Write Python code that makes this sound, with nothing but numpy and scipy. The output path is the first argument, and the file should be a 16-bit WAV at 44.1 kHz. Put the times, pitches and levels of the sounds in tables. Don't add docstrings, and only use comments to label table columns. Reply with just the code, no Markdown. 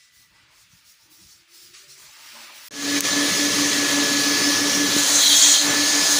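import sys
import numpy as np
from scipy import signal
from scipy.fft import rfft, irfft
from scipy.io import wavfile
from scipy.ndimage import uniform_filter1d, map_coordinates

SR = 44100
rng = np.random.default_rng(int(sys.argv[2]) if len(sys.argv) > 2 else 0)


def level_to_linear(level):
    exponent = np.asarray(level, float) / 20
    return 10 ** exponent


def inscribe(sig):
    pcm = np.round(np.clip(np.atleast_2d(sig).T, -1, 1) * 32767)
    wavfile.write(sys.argv[1], SR, pcm.astype(np.int16))


N = 272979
T = np.arange(N) / SR
FRAME = 2048
TOP_HZ = 15550


def unit(x):
    return x / np.sqrt(np.mean(x ** 2) + 1e-20)


def curves(rows):
    s, *cols = np.transpose(rows)
    return [np.interp(T, s, c) for c in cols]


def along(points):
    f, level_db = np.transpose(points)
    return lambda hz, s: level_to_linear(np.interp(np.log(hz + 1), np.log(f + 1), level_db))


def bump(hz, centre_hz, width_hz):
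    return 1 / (1 + ((hz - centre_hz) / width_hz) ** 2) ** 2


def resonances(hz, modes):
    return sum(level_to_linear(db) * bump(hz, c, w) for c, w, db in modes)


def swell(t, s, length, rise, fall):
    return np.clip((t - s) / rise, 0, 1) * np.exp(-np.clip(t - s - length, 0, None) / fall)


def noise(shape, patchy_db, top_hz=TOP_HZ):
    hz, s, z = signal.stft(rng.standard_normal(N), SR, nperseg=FRAME)
    field = uniform_filter1d(rng.standard_normal(z.shape), size=8, axis=0)
    field = uniform_filter1d(field, size=2, axis=1)
    gain = shape(hz[:, None], s) * level_to_linear(patchy_db * unit(field)) * (hz < top_hz)[:, None]
    return unit(signal.istft(z * gain, SR, nperseg=FRAME)[1][:N])


def wobble(rate):
    return map_coordinates(rng.standard_normal(int(N * rate / SR) + 4), [T * rate])


def ring(s, level_db, hz, t60):
    t = np.clip(T - s, 0, None)
    return level_to_linear(level_db - 60 * t / t60) * np.sin(2 * np.pi * hz * t) * (1 - np.exp(-40 * t / t60))


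def narrow(rows, spread_hz, edge_s):
    def gains(t):
        return [level_to_linear(db) * swell(t, s, length, edge_s, edge_s / 2) for s, length, *_, db in rows]

    def shape(hz, t):
        return sum(g * bump(hz, c + glide * (t - s), spread_hz)
                   for g, (s, _, c, glide, _) in zip(gains(t), rows))

    level = np.sqrt(np.mean(np.sum(np.square(gains(T[::64])), axis=0)))
    return level * noise(shape, patchy_db=2.5)


# start_s, speed_turns_per_s
SPEED = [(2.7, 283.0), (2.88, 283.6), (3.0, 284.8), (3.12, 285.3), (3.5, 286.8), (3.62, 286.7),
         (3.75, 284.8), (3.9, 284.0), (4.4, 284.7), (5.1, 286.0), (5.75, 287.7), (6.19, 287.0)]
# start_s, lead_turns_per_s
LEAD = [(2.7, 1.608), (3.3, 4.583), (3.9, 5.978), (6.19, 6.01)]
# shaft_multiple, level_db
ORDERS_A = [(1, -1.5), (2, -18), (4, -18)]
ORDERS_B = [(1, -2), (1.5, -21), (2, -20), (4, -27)]
# start_s, first_db, second_db
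BLADES = [(2.72, -34, -38), (3.06, -33.5, -37), (3.3, -34.5, -35), (3.6, -34.5, -47), (3.9, -32.5, -35),
          (4.25, -31, -43), (4.42, -32, -34), (4.8, -34, -36), (4.97, -31, -42), (5.05, -35.5, -50),
          (5.69, -31, -38), (5.9, -30, -33), (6.19, -29.5, -31)]
# pitch_hz, level_db
CASING = [(15, -75), (25, -45), (53, -47), (107, -18), (229, -10), (257, -13.5), (284, -4), (309, -2.5),
          (346, -6.5), (569, -11.5), (741, -26), (1070, -15), (1300, -10.5), (1690, -56), (2860, -120)]
# pitch_hz, width_hz, over_roar_db
CASING_MODES = [(119.5, 16.8, 8.5), (187, 16.2, 6.5), (260, 13.5, 7), (442, 13.4, 5.5), (574, 13, 6)]
# start_s, seal_0_to_1, low_whistle_tilt_db
SEAL = [(4.9, 0, 8.5), (4.99, 0.33, -1.5), (5.05, 0.44, -1), (5.16, 0.62, -3), (5.25, 0.83, 1.5),
        (5.35, 0.93, -0.3), (5.45, 0.88, -3.5), (5.56, 0.84, -0.9), (5.62, 0.63, 1), (5.69, 0.12, 0.5),
        (6.0, 0.32, -1.5), (6.19, 0.6, -0.9)]
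DUCKED_DB = dict(roar=14.5, hum=12, blade_a=6, blade_b=14, duct=4, rush=1.5)


def motors():
    hum_db, roar_db = -29, -36.5 + 4.5
    seal = curves(SEAL)[0]
    first = np.cumsum(curves(SPEED)[0]) / SR
    ahead = .5 + np.cumsum(curves(LEAD)[0] * (T > LEAD[0][0])) / SR
    second = first + ahead

    def tone(turns, k, level_db):
        phase = 2 * np.pi * k * turns + .06 * k * wobble(8)
        return np.sqrt(2) * level_to_linear(level_db + 1.1 * wobble(12)) * np.sin(phase)

    def drum(hz, t):
        return along(CASING)(hz, t) * (1 + resonances(hz, CASING_MODES))

    hum = sum(tone(first, k, db) for k, db in ORDERS_A)
    hum += sum(tone(second, k, db) for k, db in ORDERS_B)
    blade_a_db, blade_b_db = curves(BLADES)
    blades = tone(first, 6, blade_a_db - DUCKED_DB["blade_a"] * seal)
    blades += tone(second, 6, blade_b_db - DUCKED_DB["blade_b"] * seal - 1.3 * wobble(9))
    roar = level_to_linear(roar_db - DUCKED_DB["roar"] * seal) * noise(drum, patchy_db=1.5)
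    return level_to_linear(hum_db - DUCKED_DB["hum"] * seal) * hum + blades + roar


# pitch_hz, level_db
DUCT = [(290, -22), (500, -9), (570, -4), (733, -6.5), (1460, -5.5), (1720, -7), (1900, -11.5), (3500, -10),
        (4550, -10), (7700, -120)]
RUSH = [(1060, -26.5), (1800, -3.5), (1840, -2), (2830, -7), (3320, -2.5), (3720, -15), (4150, -5.5),
        (6470, 0), (7810, -12), (9000, -14), (11700, -28), (19800, -120)]
FIZZ = [(4120, -43), (7000, -1), (8040, -11.5), (9220, -3.5), (10200, -4.5), (13400, -16), (14700, -6.5),
        (15400, -6.5)]
# start_s, length_s, pitch_hz, glide_hz_per_s, level_db
GAP = [
    (2.7, 1.3, 4530, -250, -41),
    (4.05, 0.78, 4100, 2249, -28.5),
    (5.7, .6, 4140, 2650, -25),
]
# start_s, length_s, pitch_hz, glide_hz_per_s, level_db
WHISTLES = [(5.06, .14, 6150, 300, -29), (5.1, .1, 4040, -200, -30), (5.19, .1, 4010, -40, -21),
            (5.21, .37, 3300, -220, -25), (5.33, .22, 6500, 900, -25), (5.37, .22, 4380, -1100, -27),
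            (5.76, .5, 6530, 150, -29)]
# pitch_hz, width_hz, level_db
GROOVE_MODES = [
    [(3540, 660, -5.5), (4110, 960, 5.5)],
    [(6220, 1600, -5.5), (6790, 1100, -2.5), (8630, 950, -11.5)],
]


def suction():
    near_from_s, nearest_s = 3.73, 4.7
    seal, tilt_db = curves(SEAL)
    gust_db = 0.45 * wobble(14)

    duct_db = -36 + 3.0 + 2.5 * np.maximum(T - near_from_s, 0) + 1.3 * wobble(7)
    duct_db -= (DUCKED_DB["duct"] + .8 * tilt_db) * seal
    rush_db = -32 + 8.5 - DUCKED_DB["rush"] * seal + gust_db
    nearing_s = np.clip(T, near_from_s, nearest_s) - near_from_s
    fizz_db = -34 + 6.5 * seal + 1.7 * nearing_s + gust_db + 0.78 * wobble(9)

    air = level_to_linear(duct_db) * noise(along(DUCT), patchy_db=1.0)
    air += level_to_linear(rush_db) * noise(along(RUSH), patchy_db=1.83)
    air += level_to_linear(fizz_db) * noise(along(FIZZ), patchy_db=2.6)
    air += narrow(GAP, spread_hz=990, edge_s=.15)
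    air += narrow(WHISTLES, spread_hz=120, edge_s=0.036)

    groove_db = -39 + 20.5 * np.sqrt(np.clip(seal, 0, 1))
    for level_db, modes in zip((groove_db + tilt_db, groove_db - tilt_db), GROOVE_MODES):
        whistle = noise(lambda hz, t: resonances(hz, modes), patchy_db=1.9)
        air += level_to_linear(level_db + 1.15 * wobble(60)) * whistle
    return air


# start_s, crack_db, t60_s
SNAP = (3.0068, -10, .006)
# pitch_hz, level_db
SNAP_MODES = [(4600, -12), (6500, -6), (8000, -10), (11000, -19), (14500, -12)]
# centre_s, peak_db, pitch_hz, half_width_s
BUMP = (4.9661, -13.5, 310, .0012)


def knocks():
    s, crack_db, t60 = SNAP
    decay = (T >= s) * level_to_linear(crack_db - 60 * np.clip(T - s, 0, 1) / t60)
    crack = decay * noise(lambda hz, t: hz > 1500, patchy_db=1, top_hz=16200)
    snap = crack + sum(ring(s, db, hz, t60) for hz, db in SNAP_MODES)
    s, push_db, hz, width = BUMP
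    push = np.sin(2 * np.pi * hz * (T - s)) * np.exp(-((T - s) / width) ** 2 / 2)
    return snap + level_to_linear(push_db) * push


# start_s, bristle_db, wash_db, rise_s, fall_s
SCUFF = (1.732, -47, -53, .012, .045)


def scuff():
    s, _, _, rise, fall = SCUFF
    return swell(T, s, rise, rise, fall)


# start_s, length_s, end_db, top_over_bristle_db
STROKES = [(-.05, 0.096, -60, -15), (0.107, 0.11, -57.5, -3), (0.334, 0.042, -68, -14),
           (0.495, 0.13, -59.5, -6), (0.69, 0.088, -60.5, -5), (0.834, 0.088, -57, -3),
           (0.984, 0.066, -61.5, -5), (1.09, 0.061, -59, 1), (1.128, 0.21, -53, -8.5),
           (1.474, 0.2, -49.5, -5), (1.753, .08, -56, -6), (1.862, .085, -49.5, -8.5),
           (1.965, .09, -49.5, -7), (2.035, 0.43, -46, -7), (2.51, .1, -48, -3), (2.624, .1, -46.5, 0)]
# pitch_hz, level_db
BRISTLE = [(1470, -19.5), (2500, -18), (3670, -6), (4470, -2.5), (5470, 0), (8020, -7), (10000, -12.5),
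           (13000, -31), (22000, -120)]
BRISTLE_TOP = [(4710, -42), (8000, -22), (9890, -2.5), (13400, -11), (13800, -10), (14800, 1.5), (15400, 2)]


def scrubbing():
    rise_share, fall_s, swell_db_per_s = 0.49, 0.051, 9
    rest_db, rest_top_db = -69, -11
    bristle = level_to_linear(rest_db) + level_to_linear(SCUFF[1]) * scuff()
    top = level_to_linear(rest_db + rest_top_db)
    for s, length, end_db, top_db in STROKES:
        press = level_to_linear(end_db + swell_db_per_s * np.clip(T - s - length, -1, 0))
        press = press * swell(T, s, length, rise_share * length, fall_s)
        bristle = bristle + press
        top = top + level_to_linear(top_db) * press
    brush = bristle * noise(along(BRISTLE), patchy_db=3.0)
    brush += top * noise(along(BRISTLE_TOP), patchy_db=-1.0)
    return level_to_linear(0.89 * wobble(30.3)) * brush


# start_s, level_db
HOUSE = [(0, -62), (.28, -63), (.39, -58), (.9, -61.5), (1.15, -61.5), (1.45, -61.5), (1.52, -58.5),
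         (1.95, -56), (2.36, -45), (2.68, -48)]
# peak_s, level_db
STEPS = [(.17, -71), (.3, -67), (.39, -66), (.48, -72), (.62, -73), (.74, -70), (.85, -70), (1.02, -73),
         (1.12, -70), (1.24, -62), (1.38, -69), (1.68, -66), (1.9, -72), (2.05, -72), (2.4, -78)]
# start_s, length_s, level_db
BOOMS = [(.17, .06, -79), (0.297, 0.28, -70), (.7, 0.11, -78), (0.974, 0.25, -75), (1.36, 0.099, -83),
         (1.957, 0.17, -64), (2.152, 0.2, -60.5), (2.31, .14, -55), (2.454, 0.17, -59.5)]
# pitch_hz, level_db
WASH = [(470, -59), (960, -25), (1170, -5), (1310, -4.5), (1520, -4), (2320, -1.5), (2670, -2),
        (5000, -8.5), (6500, -47), (11000, -120)]
RUMBLE = [(15, -47), (25, -7), (59, -1), (146, 1), (229, -14), (291, -13), (413, -26), (450, -12),
          (580, -48), (990, -120)]
BOOM = [(150, -38), (250, -10), (334, -3), (443, -18), (614, -2.5), (743, -11.5), (893, 1.5), (1200, -4),
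        (1560, -31), (2640, -120)]
# start_s, length_s, pitch_hz, glide_hz_per_s, level_db
HOLLOW = [(1.05, .18, 316, 52, -65.5), (1.34, .08, 335, 10, -74), (1.47, .26, 338, 70, -67.5),
          (1.76, 0.25, 362, 120, -67)]
# start_s, length_s, pitch_hz, glide_hz_per_s, level_db
FAR_WHINE = [
    (-.05, 0.46, 1983, -10, -65.5),
    (.42, .2, 1960, -10, -77),
]
# start_s, level_db, pitch_hz, t60_s
THUDS = [(1.21, -53, 196, 0.21), (1.83, -60, 583, 0.36), (1.869, -56, 140, 0.49), (2.33, -52, 231, 0.52),
         (2.34, -51.5, 600, 0.54)]


def house():
    step_s, boom_rise_s, boom_fall_s = 0.056, 0.034, 0.066
    wash = level_to_linear(curves(HOUSE)[0]) + level_to_linear(SCUFF[2]) * scuff()
    rumble = level_to_linear(-79) + sum(level_to_linear(db) * np.exp(-((T - s) / step_s) ** 2) for s, db in STEPS)
    boom = level_to_linear(-85) + sum(level_to_linear(db) * swell(T, s, length, boom_rise_s, boom_fall_s)
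                          for s, length, db in BOOMS)
    room = wash * noise(along(WASH), patchy_db=1.5)
    room += rumble * noise(along(RUMBLE), patchy_db=4.0)
    room += boom * noise(along(BOOM), patchy_db=2.5)
    room += narrow(HOLLOW, spread_hz=37, edge_s=0.051)
    room += narrow(FAR_WHINE, spread_hz=21, edge_s=.04)
    return room + sum(ring(*hit) for hit in THUDS)


# silence_from_s, fade_from_s, fade_to_s
CUT = (2.685, 2.708, 3.0)
# start_s, gain_db
DUCK = [
    (2.985, 0),
    (3.003, -10),
    (3.025, -9.5),
    (3.05, 0),
]
# start_s, gain_db
PUMP = [(4.95, 0.5), (4.99, 1.8), (5.04, -0.5), (5.1, 0.5), (5.55, 1), (5.6, -2.5), (5.66, 0.5),
        (5.72, 1.5), (5.85, -0.4)]


def scene():
    stop, start, full = CUT
    fade = 0.93 * np.clip((T - start) / (full - start), 0, 1)
    fade += 0.062 * np.clip((T - start) / 0.0011, 0, 1)
    gain = level_to_linear(curves(DUCK)[0] + curves(PUMP)[0]) * fade
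    vacuum = (motors() + suction()) * gain
    before = (scrubbing() + house()) * np.clip((stop - T) / .001, 0, 1)
    mono = before + vacuum + knocks()
    return np.array([mono, mono])


# centre_s, centre_hz
SPLITS = [(.403, 9900), (2.47, 7200), (2.515, 6900), (2.515, 11800), (3.12, 6200), (3.353, 12800),
          (3.376, 11800), (3.376, 4900), (3.468, 4600), (3.468, 8900), (4.442, 5700), (4.442, 7600),
          (5.373, 5400), (5.698, 6500), (5.698, 13700)]


def split_bands(mono):
    side = np.zeros(N)
    hz = np.fft.rfftfreq(FRAME, 1 / SR)
    for s, centre_hz in SPLITS:
        at = slice(round(s * SR) - FRAME // 2, round(s * SR) + FRAME // 2)
        width_hz = 600 + .08 * centre_hz
        inside = np.abs(hz - centre_hz) < width_hz / 2
        random_phase = np.exp(2j * np.pi * rng.random(len(hz)))
        band = np.abs(rfft(mono[at])) * inside * random_phase
        side[at] += level_to_linear(-0.5) * irfft(band) * np.hanning(FRAME)
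    return side


def band_limit(x):
    return signal.sosfilt(signal.butter(12, 16810, fs=SR, output="sos"), x)


def record(dry):
    highpass = signal.butter(2, 55, "highpass", fs=SR, output="sos")
    heard = signal.sosfilt(highpass, dry)
    mix = heard + split_bands(heard[0]) * [[1], [-1]]
    return band_limit(mix)


dry = scene()
out = record(dry)
inscribe(out)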